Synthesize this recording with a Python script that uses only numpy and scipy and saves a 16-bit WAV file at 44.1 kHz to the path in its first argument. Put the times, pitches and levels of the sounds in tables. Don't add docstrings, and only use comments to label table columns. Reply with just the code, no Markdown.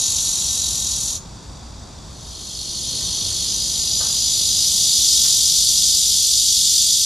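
import sys
import numpy as np
from scipy import signal
from scipy.fft import rfft, irfft, next_fast_len
from scipy.io import wavfile
from scipy.ndimage import uniform_filter1d

SR = 44100
rng = np.random.default_rng(int(sys.argv[2]) if len(sys.argv) > 2 else 0)


def dump(signal):
    limited = np.clip(np.atleast_2d(signal).T, -1, 1)
    pcm = np.round(limited * 32767).astype(np.int16)
    wavfile.write(sys.argv[1], SR, pcm)


N = 310905

# f/Hz, gain/dB
ENDING_SPECTRUM = [(1060, -64), (1800, -27.5), (2930, -15.5), (3320, -6.5), (3630, -7.5), (3870, 1),
                   (4800, -3), (5160, -4.5), (6760, 1.5), (8460, -9.5), (11000, -9.5), (12700, -29),
                   (15500, -17)]
# f/Hz, width/Hz, gain/dB
ENDING_BELLY = [(3410, 25, -3), (3550, 50, -1), (3840, 46, 9), (3985, 41, 4), (4310, 74, -2), (4680, 44, 5),
                (4835, 41, 5), (5370, 42, 2), (5740, 86, 1), (5990, 47, 11), (6080, 40, 6.5), (6262, 25, 7),
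                (6590, 110, 9), (6850, 47, 8), (7230, 65, 5), (7590, 27, -9), (7870, 65, -1), (8720, 28, 1),
                (8450, 51, -12), (9090, 88, -4), (10200, 150, -14), (10940, 43, 0), (10500, 43, -8),
                (11400, 47, -9), (11400, 42, -14), (11700, 170, -23)]
# f/Hz, gain/dB
CHORUS_SPECTRUM = [(1470, -23), (2500, -6.5), (3020, -8.5), (3530, 3.5), (4200, -2), (4710, 3),
                   (7480, -4.5), (8150, -9), (9980, -14), (12600, -26), (14000, -32)]
# f/Hz, width/Hz, gain/dB
CHORUS_BELLY = [(4670, 120, -2), (5970, 55, -1.5), (6900, 106, -6), (7400, 100, -13), (7900, 69, -6),
                (8470, 47, -8)]
# f/Hz, gain/dB
RUMBLE_SPECTRUM = [(12, -39), (20, -12), (38, -9), (59, 2), (82, -3.5), (235, -11.5), (277, -15),
                   (306, -14.5), (416, -19), (1020, -22.5), (2600, -41), (3380, -76), (5720, -120)]
# t/s, level/dB, hum boost/dB, whirr boost/dB
TOWN_LEVELS = [(0.0, -36, -4.5, 1.5), (2.1, -37.5, -2.5, 2.1), (2.6, -39.5, 0.5, -1),
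               (3.1, -35.5, 0.3, -1.1), (5.7, -39.5, -0.4, -2), (7.05, -41.5, -3, -8)]
# t/s, level/dB
SWELLING_LEVELS = [(1.95, -58), (2.25, -39), (2.5, -31), (2.97, -23.5), (4.3, -18.5), (4.9, -19),
                   (5.4, -23), (7.05, -22.5)]
# f/Hz, gain/dB
SWELLING_SPECTRUM = [(1060, -69), (1800, -32), (2770, -20.5), (3150, -12), (4670, -2), (5300, -13.5),
                     (6070, -2.5), (8090, -14.5), (10600, -16), (11700, -29), (12700, -39), (15500, -23)]
# f/Hz, width/Hz, gain/dB
CLOSED_BELLY = [(3233, 54, -10), (3420, 47, -8), (3726, 56, -3), (4280, 42, 5), (4535, 28, 0),
                (4650, 27, -1), (4760, 35, -0.5), (5040, 50, 1.5), (5300, 30, -7), (5480, 91, -8),
                (5690, 47, -15), (5935, 50, 2.5), (6300, 39, -23), (6720, 56, -7), (7130, 150, -13.5),
                (8100, 100, -23), (8530, 130, -19), (9000, 350, -22.5), (9500, 99, -20), (10140, 81, -16),
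                (10600, 55, -13), (11000, 120, -21), (11850, 91, -40)]
# f/Hz, width/Hz, gain/dB
HALF_OPEN_BELLY = [(3220, 23, -22), (3534, 69, -12), (3850, 81, -5.5), (4320, 36, -4), (4672, 40, 0.5),
                   (4798, 55, 1), (5035, 38, 3.5), (5460, 33, -6), (5670, 43, -6.5), (5950, 52, 2),
                   (6710, 76, -4), (7110, 40, -3), (7900, 110, -20), (8740, 36, -20), (9050, 160, -14.5),
                   (9800, 120, -18), (10440, 60, -15.5), (10650, 21, -18), (10900, 57, -14.5),
                   (11240, 51, -20), (11800, 56, -26)]
# t/s, level/dB, decay/s, centre/Hz
RUSTLE_EVENTS = [(3.005, -46, 0.046, 1200), (3.312, -46, 0.028, 1200), (4.003, -35, 0.066, 860),
                 (5.245, -39, .045, 1820)]
# f/centre, gain/dB
RUSTLE_SPECTRUM = [(.2, -20), (.45, 0), (1, 1), (1.9, -2), (3.2, -32)]
# t/s, level/dB
JOINING_LEVELS = [(4.0, -34), (4.6, -21.5), (5.15, -16), (6.25, -17), (6.8, -16), (7.05, -17.5)]
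# f/Hz, gain/dB
JOINING_SPECTRUM = [(1060, -82), (1800, -44), (2850, -22.5), (3470, -4), (4120, -5.5), (4720, -5),
                    (5350, -4), (7200, -3), (8460, -9.5), (11000, -13.5), (13200, -21.5), (15500, -31)]
# f/Hz, width/Hz, gain/dB
OPEN_BELLY = [(4345, 31, 3.5), (4675, 103, 3.5), (5050, 54, 2.5), (5720, 40, 2), (5970, 47, -1),
              (7060, 140, -12), (7960, 35, -5.5), (9330, 140, -13), (10300, 51, -19), (10800, 100, -16)]
# f/Hz, gain/dB
SIDE_SPECTRUM = [(60, -31), (92, -23), (140, -14), (210, -10.5), (330, -4), (500, -4), (770, -9.5),
                 (1170, -7.5), (1790, -8.5), (2740, -15), (4190, -33), (6410, -9), (9810, -10), (15000, -2)]

RIBS, HISS_DB = 12, 1.5
ENDING_DB, TIRE_DB_PER_S = -20, 3
FALTER_S, FALTER_DB_PER_S = 1.095, 65
STOP_S, STOP_DB_PER_S = 1.171, 900
CHORUS_DB, CHORUS_THROB_DB, CHORUS_THROB_HZ = -45, .97, 53.5
LIFT_START_S, LIFT_S = 3.32, .56
BARK_T60_S, BARK_DB = .09, -9
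TREES_T60_S, TREES_DB = .25, -14
FULL_SCALE, CUTOFF_HZ = .95, 15600
TIME_S = np.arange(N) / SR


def amp(db):
    return 10 ** (np.asarray(db) / 20)


def unit_rms(x):
    return x / np.sqrt(np.mean(x ** 2) + 1e-20)


def curves(rows):
    times_s, *columns = np.transpose(rows)
    return [np.interp(TIME_S, times_s, column) for column in columns]


def envelope(levels):
    return amp(curves(levels)[0]) * (TIME_S >= levels[0][0])


def colour(x, spectrum):
    size = next_fast_len(N)
    hz, db = np.transpose(spectrum)
    log_hz = np.log(np.arange(size // 2 + 1) * SR / size + 1)
    gain = amp(np.interp(log_hz, np.log(hz), db))
    return irfft(rfft(x, size) * gain, size)[..., :N]


def resonate(x, hz, width_hz):
    r = np.exp(-np.pi * width_hz / SR)
    gain = (1 - r * r) / 2
    return signal.lfilter([gain, 0, -gain], [1, -2 * r * np.cos(2 * np.pi * hz / SR), r * r], x)


def tymbal(stroke_hz, drift_hz_per_s, throb_db, start_s):
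    rate_hz = np.maximum(stroke_hz + drift_hz_per_s * (TIME_S - start_s), 30)
    strokes = np.cumsum(rate_hz) / SR
    count = int(strokes[-1]) + 1
    shift, strength = 4 * uniform_filter1d(rng.standard_normal((2, count, RIBS)), size=16, axis=1)
    jitter = rng.standard_normal((count, RIBS))
    place = np.arange(count)[:, None] + (np.arange(RIBS) + .2 * shift + .05 * jitter) / RIBS
    onsets = np.interp(place, strokes, np.arange(N)).astype(int)
    clicks = np.zeros(N)
    clicks[onsets] = amp(.4 * strength)
    bursts = signal.lfilter([1], [1, -.94], clicks)
    throb = amp(throb_db * (np.cos(2 * np.pi * strokes) + .29 * np.cos(4 * np.pi * strokes)))
    noise = rng.choice([-1, 1], N)
    return throb * (unit_rms(bursts) + amp(HISS_DB)) * noise


def belly(clicks, spectrum, modes, direct_db):
    ring = sum(amp(db) * resonate(clicks, hz, width_hz) for hz, width_hz, db in modes)
    ring = colour(ring, [(2000, -28), (3000, -.5), (12000, 2), (14000, -31)])
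    return unit_rms(amp(direct_db) * colour(clicks, spectrum) + ring)


def ending_singer():
    clicks = tymbal(stroke_hz=48.8, drift_hz_per_s=-6.5, throb_db=2.2, start_s=0)
    level_db = ENDING_DB - TIRE_DB_PER_S * TIME_S
    level_db -= FALTER_DB_PER_S * np.maximum(TIME_S - FALTER_S, 0)
    level_db -= STOP_DB_PER_S * np.maximum(TIME_S - STOP_S, 0)
    return amp(level_db) * belly(clicks, ENDING_SPECTRUM, ENDING_BELLY, direct_db=4)


def echoes(x, t60_s):
    t = np.arange(SR // 2) / SR
    tails = rng.standard_normal((2, len(t))) * amp(-60 * t / t60_s)
    tails /= np.sqrt(np.sum(tails ** 2, axis=1, keepdims=True))
    return signal.fftconvolve(x[None], tails, axes=1)[:, :N]


def on_trunk(voice):
    returns = amp(BARK_DB) * echoes(voice, BARK_T60_S)[0]
    return (voice + returns) / np.sqrt(1 + amp(2 * BARK_DB))


def chorus():
    throb = amp(CHORUS_THROB_DB * np.sin(2 * np.pi * CHORUS_THROB_HZ * TIME_S))
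    hiss = throb * rng.standard_normal(N)
    return amp(CHORUS_DB) * belly(hiss, CHORUS_SPECTRUM, CHORUS_BELLY, direct_db=-3)


def town():
    level_db, hum_db, whirr_db = curves(TOWN_LEVELS)
    rumble = unit_rms(colour(rng.standard_normal((2, N)), RUMBLE_SPECTRUM))
    hum = colour(rumble, [(120, -34), (300, -1.5), (500, -3), (900, -21)])
    whirr = colour(rumble, [(450, -23), (900, .5)])
    return amp(level_db) * (rumble + (amp(hum_db) - 1) * hum + (amp(whirr_db) - 1) * whirr)


def swelling_singer():
    clicks = tymbal(stroke_hz=49.3, drift_hz_per_s=1.1, throb_db=1.87, start_s=SWELLING_LEVELS[0][0])
    closed = belly(clicks, SWELLING_SPECTRUM, CLOSED_BELLY, direct_db=0)
    half_open = belly(clicks, SWELLING_SPECTRUM, HALF_OPEN_BELLY, direct_db=-4.5)
    lift = np.clip((TIME_S - LIFT_START_S) / LIFT_S, 0, 1)
    return envelope(SWELLING_LEVELS) * ((1 - lift) * closed + lift * half_open)


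def rustles():
    noise = rng.standard_normal(N)
    out = np.zeros(N)
    for start_s, db, decay_s, centre_hz in RUSTLE_EVENTS:
        decay = (TIME_S > start_s) * np.exp(-np.abs(TIME_S - start_s) / decay_s)
        spectrum = [(ratio * centre_hz, gain_db) for ratio, gain_db in RUSTLE_SPECTRUM]
        out += amp(db) * decay * unit_rms(colour(noise, spectrum))
    return out


def joining_singer():
    clicks = tymbal(stroke_hz=45.6, drift_hz_per_s=.55, throb_db=1.5, start_s=JOINING_LEVELS[0][0])
    return envelope(JOINING_LEVELS) * belly(clicks, JOINING_SPECTRUM, OPEN_BELLY, direct_db=6)


def scene():
    singers = sum(on_trunk(voice) for voice in [ending_singer(), swelling_singer(), joining_singer()])
    sources = singers + chorus() + rustles()
    trees_mid, trees_side = amp(TREES_DB) * echoes(sources, TREES_T60_S)
    leaves_side = echoes(sources, t60_s=.24)[0]
    town_mid, town_side = town()
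    mid = sources + trees_mid + town_mid
    side = colour(leaves_side + trees_side + town_side, SIDE_SPECTRUM)
    return np.array([mid + side, mid - side])


def record(dry):
    rounded = dry / (1 + (dry / FULL_SCALE) ** 8) ** .125
    return signal.sosfilt(signal.cheby2(12, 70, CUTOFF_HZ, fs=SR, output="sos"), rounded)


dry = scene()
out = record(dry)
dump(out)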